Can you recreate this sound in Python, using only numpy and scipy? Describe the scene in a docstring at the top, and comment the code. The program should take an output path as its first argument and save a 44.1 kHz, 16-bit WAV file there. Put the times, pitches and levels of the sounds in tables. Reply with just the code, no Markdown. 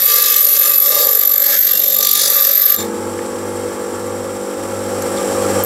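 """In a workshop, at a bench grinder: a steel bit is held against the spinning wheel, then lifted off.
The grit scrapes the bit, throbbing once a turn, and rings the bit, tool rest and wheel guard.
Short ticks sound as the bit touches metal or wheel; motor and bench hum on, in rushing air.
Bit and ticks get short echoes from bench and walls, 18 dB under the direct sound.
At the microphone, gain control that listens to the treble holds the hum down while the hiss is loud."""
import sys
import numpy as np
from scipy import signal
from scipy.fft import rfft, irfft
from scipy.io import wavfile
from scipy.ndimage import uniform_filter1d

SR = 44100
rng = np.random.default_rng(int(sys.argv[2]) if len(sys.argv) > 2 else 0)


def volts_from_db(level):
    """Convert decibel levels to linear amplitude ratios."""
    exponent = np.asarray(level, float) / 20
    return 10 ** exponent


def wav_record(signal):
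    """Record a signal, one row per channel, as 16-bit PCM in the file named by sys.argv[1]."""
    frames = np.transpose(np.atleast_2d(signal))
    bounded = np.clip(frames, -1, 1)
    # unit amplitude maps onto the largest positive 16-bit level
    quanta = np.round(bounded * 32767).astype(np.int16)
    wavfile.write(sys.argv[1], SR, quanta)


N = 249165
LIFT_S = 2.76  # the bit comes off and the wheel runs free

# modes of the bit: [f/Hz, width/Hz, level/dB]
BIT_MODES = [(4166, 30, -1), (4638, 45, -3), (5170, 45, -5), (5500, 35, -6), (5848, 45, -3), (6005, 30, -6),
             (6275, 35, -4), (6460, 30, -3), (6760, 40, -6), (7800, 100, -8)]
# the bit's clear high pair of modes: [f/Hz, width/Hz, level/dB]
HIGH_PAIR = [(7196, 18, 0), (7462, 14, -5)]
# the bit's clear low pair of modes: [f/Hz, width/Hz, level/dB]
LOW_PAIR = [(3751, 20, 0), (3551, 22, -3)]
# modes of the tool rest, lowest first: [f/Hz, width/Hz, level/dB]
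REST_MODES = [(1186.3, 30, 13), (1355, 60, 1.5), (1690, 214, 2), (1907, 96, -3), (2120, 175, -3.5),
              (2616, 70, -8)]


def evened(x):
    """Scales to rms 1."""
    return x / np.sqrt(np.mean(x ** 2) + 1e-20)


def columns(rows):
    """Draws each column as a curve over time; the first column is t/s."""
    s, *cols = np.transpose(rows)
    return [np.interp(np.arange(N) / SR, s, c, right=c[-1]) for c in cols]


def drift(hz):
    """Slow chance up to hz, rms 1."""
    knots = rng.standard_normal(int(N / SR * 200) + 2)
    knots = signal.lfilter([1], [1, -np.exp(-2 * np.pi * hz / 200)], knots)
    return np.interp(np.arange(N) * 200 / SR, np.arange(len(knots)), evened(knots))


def above(x, hz):
    """High-pass filter of third order."""
    return signal.sosfilt(signal.butter(3, hz, "high", fs=SR, output="sos"), x)


def coloured(x, points):
    """Shapes the spectrum along (f/Hz, level/dB per Hz), then evens it."""
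    f, db = np.transpose(points)
    hz = np.fft.rfftfreq(N, 1 / SR)
    gain = volts_from_db(np.interp(np.log(hz + 1), np.log(f + 1), db))
    return evened(irfft(rfft(x) * gain, N))


def patchy(x, depth_db):
    """Random patches of a few hundred Hz by a few dozen ms swell and fade."""
    z = signal.stft(x, nperseg=512)[2]
    patches = uniform_filter1d(rng.standard_normal(z.shape), size=7, axis=0)
    patches = uniform_filter1d(patches, size=12, axis=1)
    return evened(signal.istft(z * volts_from_db(depth_db * evened(patches)), nperseg=512)[1][:N])


def resonate(x, hz, width):
    """Shifts hz down to zero, smooths, and shifts back: a resonance of gain 1."""
    turn = np.exp(2j * np.pi * np.cumsum(hz * np.ones(len(x))) / SR)
    r = np.exp(-np.pi * abs(width) / SR)
    return 2 * (turn * signal.lfilter([1 - r], [1, -r], x / turn)).real


def rings(x, modes, db, waver_db=0, wander=0):
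    """Drives a set of modes, each swelling and shifting on its own; db sets their joint level."""
    power = sum(volts_from_db(2 * g) * 2 * np.pi * abs(w) / SR for _, w, g in modes)
    out = 0
    for f, w, g in modes:
        hz = f * (1 + wander * drift(hz=4.5))
        drive = x * volts_from_db(db + g + waver_db * drift(hz=0.84))
        out = out + resonate(resonate(drive, hz, w), hz, 6 * w)
    return out / np.sqrt(power)


def sings(modes, db):
    """Modes kept going by the wheel: tones that waver in level and pitch."""
    out = 0
    for f, _, g in modes:
        level = volts_from_db(db + g + 3 * drift(hz=27)) * np.sqrt(2)
        hz = f + 8 * drift(hz=23.6)
        out = out + level * np.sin(2 * np.pi * np.cumsum(hz) / SR)
    return out


def wheel():
    """Turns made so far: slowed while the bit loads the wheel, then creeping back to idle speed."""
    # wheel speed while the bit loads it: [t/s, turns per s]
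    loaded_speed = [(0, 49.37), (.2, 49.2), (.3, 48.4), (.6, 48.2), (1.2, 48.53), (1.5, 47.81),
                    (1.8, 47.53), (2.1, 47.92), (2.4, 47.38), (2.76, 47.56)]
    idle_turns_per_s, recover_s, start_turn = 49.37, .385, .03
    since_lift = np.maximum(np.arange(N) / SR - LIFT_S, 0)
    lag = (idle_turns_per_s - columns(loaded_speed)[0]) * np.exp(-since_lift / recover_s)
    return start_turn + np.cumsum(idle_turns_per_s - lag) / SR


def grit(turns, memory, grain_db):
    """The wheel's face as turns x angle: each turn meets nearly the grains of the last."""
    shape = (int(turns[-1]) + 2, 920)
    face = signal.lfilter([1], [1, -np.clip(memory, 0, .95)], rng.standard_normal(shape), axis=0)
    face *= volts_from_db(grain_db * uniform_filter1d(rng.standard_normal(shape), size=24, axis=1))
    return evened(face[turns.astype(int), (turns % 1 * shape[1]).astype(int)])


def tip_squeal(pressed, turns, squeal_db):
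    """The tip's resonances squeal under the grit; one slides as the tip slides along the wheel."""
    # sliding (its pitch comes from slide), low, high partner, two at the top:
    # [f/Hz, width/Hz before narrowing, level/dB]
    partials = [(12000, 428, 8.5), (11470, 750, -7), (13200, 850, 1), (14900, 360, -23), (16000, 300, -27)]
    # the tip slides along the wheel: [t/s, squeal f/Hz, level of its high partner/dB]
    slide = [(0, 12020, -16), (.9, 12000, -16), (1.35, 12180, -14), (1.5, 12300, -3), (1.65, 12500, 0),
             (1.91, 12450, 1), (1.96, 12270, -19), (2.3, 12220, -17), (2.42, 12130, -13), (2.68, 12220, -7),
             (2.76, 12300, -10), (2.8, 11900, -6)]
    squeal_hz, partner_db = columns(slide)
    # strokes (turns) differ in level
    stroke_db = 1.8 * np.interp(turns, np.arange(300), rng.standard_normal(300))
    tip = pressed(1.22, chatter_db=1.5) * volts_from_db(squeal_db + stroke_db + 12.0)
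    early = np.roll(tip, -round(.003 * SR))  # the high partner speaks 3 ms early in each stroke
    out = 0
    for k, (f, width, db) in enumerate(partials):
        hz = squeal_hz if k == 0 else f
        sign = 1 if k == 0 else -1  # partners in antiphase
        level = volts_from_db(db + (partner_db if k == 2 else 0))
        drive = early if k == 2 else tip
        out = out + sign * level * resonate(resonate(drive, hz, width), hz, 0.84 * width)
    return above(out, hz=7450)


def grit_scrape(pressed, scrape_db):
    """Broad noise of grains scraping steel, in patches of pitch and time."""
    # spectrum of the scrape: [f/Hz, level/dB per Hz]
    spectrum = [(40, -100), (300, -60), (600, -55), (1000, -28.5), (1700, -12.5), (2950, -6.5), (3500, 1),
                (7500, 1), (8500, -7), (10500, -7), (14200, -2.5), (15000, -2), (15600, -7.5)]
    noise = coloured(pressed(0.71, chatter_db=1.5), spectrum)
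    return patchy(noise, depth_db=1.5) * volts_from_db(scrape_db - 1.2)


def bit_ring(pressed, scrape_db, free_db):
    """The grit shakes the bit's modes; its two clear pairs sing on almost as tones."""
    # upper modes of the bit: [f/Hz, width/Hz, level/dB]
    upper_modes = [(9370, 130, 0), (9740, 560, 0.5), (10760, 200, 3.5)]
    # the clear pairs: [t/s, high pair level/dB, low pair level/dB]
    pair_levels = [(0, -22, -17), (.07, -12, -17), (.3, -13, -15), (.5, -15, -20), (.65, -10, -20),
                   (.8, -13, -21), (1.0, -10, -13), (1.12, -13, -21), (1.4, -14, -22), (1.55, -21, -25),
                   (1.78, -17, -23), (2.0, -14, -14), (2.19, -12, -15), (2.4, -15, -16), (2.55, -19, -17),
                   (2.73, -18, -18), (2.77, -19, -27), (2.815, -28, -36), (2.85, -42, -46), (2.9, -70, -60)]
    ring = rings(pressed(1.0), BIT_MODES, scrape_db - 9.5, waver_db=3, wander=0.004)
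    ring += rings(pressed(0.9), upper_modes, scrape_db + free_db, waver_db=1.5)
    high_db, low_db = columns(pair_levels)
    ring += sings(HIGH_PAIR, high_db) + sings(LOW_PAIR, low_db)
    return above(ring, hz=1820)


def outbursts(face):
    """One mode of bit or rest rings out for a while, along a flat-topped arch."""
    # [start t/s, length/s, f/Hz, width/Hz, level/dB]
    bursts = [(0, .5, 5740, 30, -33), (.03, 0.57, 2125, 30, -23), (.1, 0.38, 1703, 40, -16.5),
              (0.474, 0.33, 2600, 70, -16), (0.835, 0.12, 5440, 25, -15), (1.0, 0.069, 4590, 40, -9),
              (1.68, 0.13, 2770, 50, -20), (1.99, 0.7, 4060, 30, -33), (2.1, 0.57, 4670, 50, -17),
              (0, 0.53, 2560, 50, -17), (2.025, 0.021, 5940, 30, -2), (2.504, 0.29, 4150, 30, -21)]
    out = np.zeros(N)
    for s, length, hz, width, db in bursts:
        part = out[round(s * SR):][:round(length * SR)]
        arch = np.sqrt(np.sin(np.pi * np.arange(len(part)) / len(part)))
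        part += volts_from_db(db) * arch * evened(resonate(face[round(s * SR):][:len(part)], hz, width))
    return out


def frame_ring(pressed, face, scrape_db, weight_db, ring_db, contact_db):
    """The shaking passes on to the modes of tool rest and wheel guard."""
    # modes of the wheel guard: [f/Hz, width/Hz, level/dB]
    guard_modes = [(447.3, 5.9, 0.5), (494, 72, -9.5), (519.3, 34, 2), (550.5, 10, 8), (650, 7, -34),
                   (817, 44, -10)]
    # the rest's upper modes: [t/s, level/dB]
    rest_top = [(0, -7), (.25, -10.5), (.45, -11.5), (.7, -6.5), (1.0, -12), (1.3, -13.5), (1.45, -11.5),
                (1.57, -8), (1.75, -15.5), (1.85, -23.5), (2.03, -17.5), (2.2, -14.5), (2.4, -6),
                (2.55, -12), (2.7, -5), (2.76, -9.5)]
    rest_db = -5 + scrape_db + weight_db
    guard_db = -3 + 0.37 * scrape_db + ring_db  # the guard follows the hand only in part
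    lowest = REST_MODES[:1]
    ring = rings(pressed(0.27, chatter_db=3), lowest, rest_db - 3, waver_db=1, wander=0.003)
    ring += rings(pressed(1.0), guard_modes, guard_db, waver_db=1.5)
    ring += rings(pressed(0.65), REST_MODES[1:], columns(rest_top)[0], waver_db=1.5, wander=0.008)
    ring += outbursts(face)
    # part of the lowest mode holds as a tone
    ring += sings([(lowest[0][0], 0, -5)], rest_db + contact_db)
    return above(ring, hz=322)


def grinding(turns):
    """Grit, throbbing once a turn, drives the tip, the bit, the rest and the guard."""
    # the hand pushes the bit in and eases off: [t/s, pressure/dB, squeal level/dB]
    hand = [(0, -4, 3), (.1, 1, 9), (.27, -0.5, 2), (.36, 1, 7.5), (.5, -3.5, 8.5), (.63, -1, 7),
            (.8, -4, 8.5), (.9, -4.5, 3.5), (1, -1, -0.5), (1.1, -5.5, 4.5), (1.35, -8.5, 5),
            (1.44, -6, 6.5), (1.53, -2.5, 0.5), (1.64, -5.5, 3.5), (1.73, -5.5, 1), (1.82, -8, -3),
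            (1.98, -7.5, 3), (2.07, -1, 1), (2.25, 0.5, -3.5), (2.34, -4.5, 4.5), (2.43, -0.5, 6),
            (2.54, -5.5, 4.5), (2.7, -1.5, 8), (2.75, -8, 2), (2.775, -9, -15), (2.9, -9, -18)]
    # how the bit is held: [t/s, its freedom to ring/dB, weight on the rest/dB, guard's ring/dB]
    hold = [(0, 2, -5, -3.5), (.35, -5, 0, -9.5), (.45, 2, -5.5, -7), (.63, 0, 1, -4.5),
            (.78, 1.5, -2, -2.5), (.88, -1.5, -1.5, -1), (1.02, -5, 0.5, 4), (1.2, -5, -6, -3.5),
            (1.33, -6, 1.5, -2.5), (1.43, -9, -8, -5), (1.5, -6, -8, -3.5), (1.62, -18, -27, -11.5),
            (1.71, -10, -5, -10), (1.77, -8, -16, -7), (1.88, -15, -13.5, -6.5), (1.98, -9, -1, -3.5),
            (2.1, 0, -7.5, -10), (2.27, -1.5, -9, -4), (2.42, -6, -1, -4), (2.49, -8, -12, -5),
            (2.6, -9, -4.5, -5.5), (2.76, -5, -2, -4)]
    # how hard the out-of-round wheel throbs against the bit: [t/s, depth/dB before each part's share]
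    throb_depth = [(0, 2.5), (.2, 2), (.35, 3.5), (.55, 1.5), (.75, 4.5), (.95, 0.5), (1.15, 5),
                   (1.35, 7.5), (1.55, 1.5), (1.75, 7), (1.9, 2.5), (2.0, 9), (2.25, 4), (2.4, 0.5),
                   (2.5, 6), (2.62, 1), (2.76, 6)]
    # the bit leaves the wheel, grazing it once more: [t/s, contact level/dB]
    leaving = [(0, 0), (2.75, 0), (2.772, -24), (2.8, -19), (2.83, -25), (2.87, -36), (2.95, -70)]
    scrape_db, squeal_db = columns(hand)
    free_db, weight_db, ring_db = columns(hold)
    throb_db, contact_db = columns(throb_depth)[0], columns(leaving)[0]
    # strokes bite fast and let go slowly
    high_spot = np.cos(2 * np.pi * turns) + .05 * np.cos(4 * np.pi * turns + np.pi / 2)
    face = grit(turns, memory=.7, grain_db=12)

    def pressed(share, chatter_db=1.8):
        """Grit under throb and chatter, evened over about three turns."""
        throb = volts_from_db(share * throb_db * high_spot + chatter_db * drift(hz=13.3))
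        return face * volts_from_db(contact_db) * throb / np.sqrt(uniform_filter1d(throb ** 2, size=2730))

    squeal = tip_squeal(pressed, turns, squeal_db)
    scrape = grit_scrape(pressed, scrape_db)
    bit = bit_ring(pressed, scrape_db, free_db)
    frame = frame_ring(pressed, face, scrape_db, weight_db, ring_db, contact_db)
    return squeal + scrape + bit + frame


def hum_and_buzz(turns, loaded):
    """Shaft orders, plus mains hum that beats against the second order; unbalance is in the first two."""
    # [multiple of wheel speed, level/dB, change while running free/dB per s (from the third row on)]
    orders = [(1, -27, 0), (2, -9, 0), (3, -27, 0), (4, -6, 1), (5, -4, -1.5), (6, -10, 1), (7, 0, -2.5),
              (8, -5, -1), (9, -3, -2), (10, 3, -.5), (11, .5, 2.5), (12, -13.5, 0), (13, -22, 1),
              (14, -18, 0), (15, -17, 2), (16, -11.5, 3), (17, -11, -4), (18, -11, -4)]
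    # magnetic hum: [multiple of the mains hum's pitch, level/dB]
    mains = [(1, -43), (2, -53), (3, -44)]
    shaft_db, settled_s = -33.5, 4.1  # at settled_s the orders have their listed levels
    mains_hz, mains_lead = 100.1, -.04  # the lead is in cycles
    t, start = np.arange(N) / SR, rng.random(len(orders))
    free_s = np.maximum(t, LIFT_S) - settled_s
    hum = 0
    for (k, db, db_per_s), phase in zip(orders[2:], start[2:]):
        level = volts_from_db(shaft_db + db + db_per_s * free_s + 0.37 * drift(hz=11))
        hum = hum + level * np.cos(2 * np.pi * (k * turns + phase))
    for k in range(19, 47):  # the faint upper multiples come and go, 0.54 dB weaker at each
        db = -17 - 0.54 * (k - 19) + 4 * rng.standard_normal() + 4 * drift(hz=8.0)
        hum += volts_from_db(shaft_db + db) * np.cos(2 * np.pi * (k * turns + rng.random()))
    buzz = sum(volts_from_db(shaft_db + db) * np.cos(2 * np.pi * (k * turns + start[1])) for k, db, _ in orders[:2])
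    mains_turns = mains_hz * t + start[1] + mains_lead
    buzz += sum(volts_from_db(db) * np.cos(2 * np.pi * k * mains_turns) for k, db in mains)
    return np.sqrt(2) * (hum + volts_from_db(7 * loaded) * buzz)  # mains hum and unbalance grow under load


def bearings():
    """Noise through narrow resonances: wavering tones."""
    # [f/Hz, level/dB]
    tones = [(175, -22), (463, -20), (520, -12), (567, -19)]
    return rings(rng.standard_normal(N), [(f, 6, db) for f, db in tones], -37.5)


def air_rush(rush):
    """Rushing air, a noise that also rings the housing."""
    # spectrum of the air: [f/Hz, level/dB per Hz]
    spectrum = [(15, -63), (25, -40), (91, -5.5), (145, -20), (185, -6.5), (344, 3), (404, -0.5),
                (488, 8.5), (694, -7.5), (816, -13.5), (1040, -11), (1190, -7.5), (2300, -15.5),
                (3510, -21.5), (8110, -17.5), (15900, -47)]
    # modes of the housing: [f/Hz, width/Hz, level/dB]
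    housing = [(827, 70, 2), (1195, 26, 2.5), (1628, 90, -12), (3200, 130, -17), (5610, 400, -15.5),
               (7420, 210, -6), (8040, 350, -8.5), (8840, 320, -15.5), (10740, 330, -16)]
    return volts_from_db(-29) * coloured(rush, spectrum) + rings(rush, housing, -32)


def bench_drone():
    """A low wandering tone of the bench, strongest from 1.5 to 2.9 s, then fading."""
    # [t/s, level/dB]
    drone_levels = [(0, -38), (1.2, -53), (1.5, -30), (2.1, -26), (2.9, -28.5), (3.3, -46), (5.65, -50)]
    level = volts_from_db(columns(drone_levels)[0] + 0.5 * drift(hz=9.6))
    hz = 210.7 + 1.58 * drift(hz=4.3)
    return level * np.sin(2 * np.pi * np.cumsum(hz) / SR)


def motor(turns):
    """Hum, bearing tones, air, drone and hiss; load softens the hum and lifts the air."""
    # the machine, all but the drone, grows louder towards the end: [t/s, level/dB]
    swell = [(0, 3), (2.9, 0.5), (3.3, 0.5), (4.4, 0.5), (4.9, 2.5), (5.2, 4.5), (5.4, 6), (5.65, 7)]
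    swell_db = columns(swell)[0]
    loaded = uniform_filter1d(1. * (np.arange(N) / SR < LIFT_S), size=6000)
    hum_db = swell_db - 5.5 * loaded
    air_db = 1.52 * swell_db + 3 * loaded - 2.5 * (1 - loaded)
    hum = hum_and_buzz(turns, loaded) + bearings()
    rush = rng.standard_normal(N) * volts_from_db(0.15 * np.cos(2 * np.pi * turns) + .9 * drift(hz=20))
    air = air_rush(rush)
    hiss_spectrum = [(6000, -15.0), (11500, -4.0), (13500, -5.5), (16000, -16)]  # (f/Hz, dB per Hz)
    hiss = volts_from_db(-46.5 + 1.5 * swell_db) * coloured(rush, hiss_spectrum)
    return hum * volts_from_db(hum_db) + air * volts_from_db(air_db) + bench_drone() + hiss


def ticks():
    """The bit touches metal or wheel: a noise burst round one pitch, which also rings bit and rest."""
    # [t/s, peak level/dB, f/Hz, length/s, drive to bit and rest/dB]
    touches = [(2.7632, 10.5, 12300, 0.01, -12), (3.19, -22, 1780, 0.012, -40),
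               (5.022, -19, 11900, 0.01, -27), (5.022, -20, 6500, .015, -36), (5.162, -20, 8000, .015, -55),
               (5.171, -24, 4400, .022, -55), (5.176, -25, 3500, .04, -55), (5.185, -23, 8000, .012, -55),
               (5.637, 1, 12400, 0.014, -30)]
    clicks, blows = np.zeros(N + 2000), np.zeros(N + 2000)
    t = np.arange(2000) / SR
    for s, db, hz, length, ring_db in touches:
        blow = volts_from_db(-60 * t / length) * rng.standard_normal(len(t))
        click = resonate(blow, hz, min(0.23 * hz, 1300))
        click = resonate(click, hz, min(0.35 * hz, 2000))
        clicks[round(s * SR):][:len(t)] += volts_from_db(db) * click / abs(click).max()
        blows[round(s * SR):][:len(t)] += volts_from_db(ring_db) * blow
    blows = blows[:N]
    bit = rings(blows, BIT_MODES + LOW_PAIR, -8) + rings(blows, HIGH_PAIR, 0)
    return clicks[:N] + bit + rings(blows, REST_MODES[:1], 8)


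def workshop(x):
    """Sparse echoes of random sign from bench and walls."""
    room_db, room_t60_s = -18, .15
    slots = np.arange(60, SR // 2, 20)
    at = slots + rng.integers(0, 20, len(slots))
    tail = np.zeros(SR // 2 + 20)
    tail[at] = rng.choice([-1., 1.], len(at)) * volts_from_db(-60 * at / SR / room_t60_s)
    return x + volts_from_db(room_db) * signal.fftconvolve(x, tail / np.linalg.norm(tail))[:N]


def scene():
    """Bit and ticks with their echoes, over the machine, in one channel."""
    turns = wheel()
    return (workshop(grinding(turns) + ticks()) + motor(turns))[None]


def top_cut(x):
    """Nothing passes above the cut-off."""
    return signal.sosfilt(signal.butter(12, 16080, fs=SR, output="sos"), x)


def record(dry):
    """Microphone side: gain control that listens to the treble, soft overload, band limit."""
    treble = above(dry[0], hz=3000)
    power_db = 10 * np.log10(abs(uniform_filter1d(treble ** 2, size=1800)) + 1e-12)
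    over_db = uniform_filter1d(np.maximum(power_db + 21.5, 0), size=600)
    held = dry * volts_from_db(-.67 * over_db)
    soft = 1.16 * np.tanh(held / 1.06)
    low_pass = signal.firwin(1201, 15800, window=("kaiser", 9), fs=SR)  # edge in Hz
    mix = signal.oaconvolve(soft, low_pass[None], "same")
    return top_cut(mix)


dry = scene()
out = record(dry)
wav_record(out)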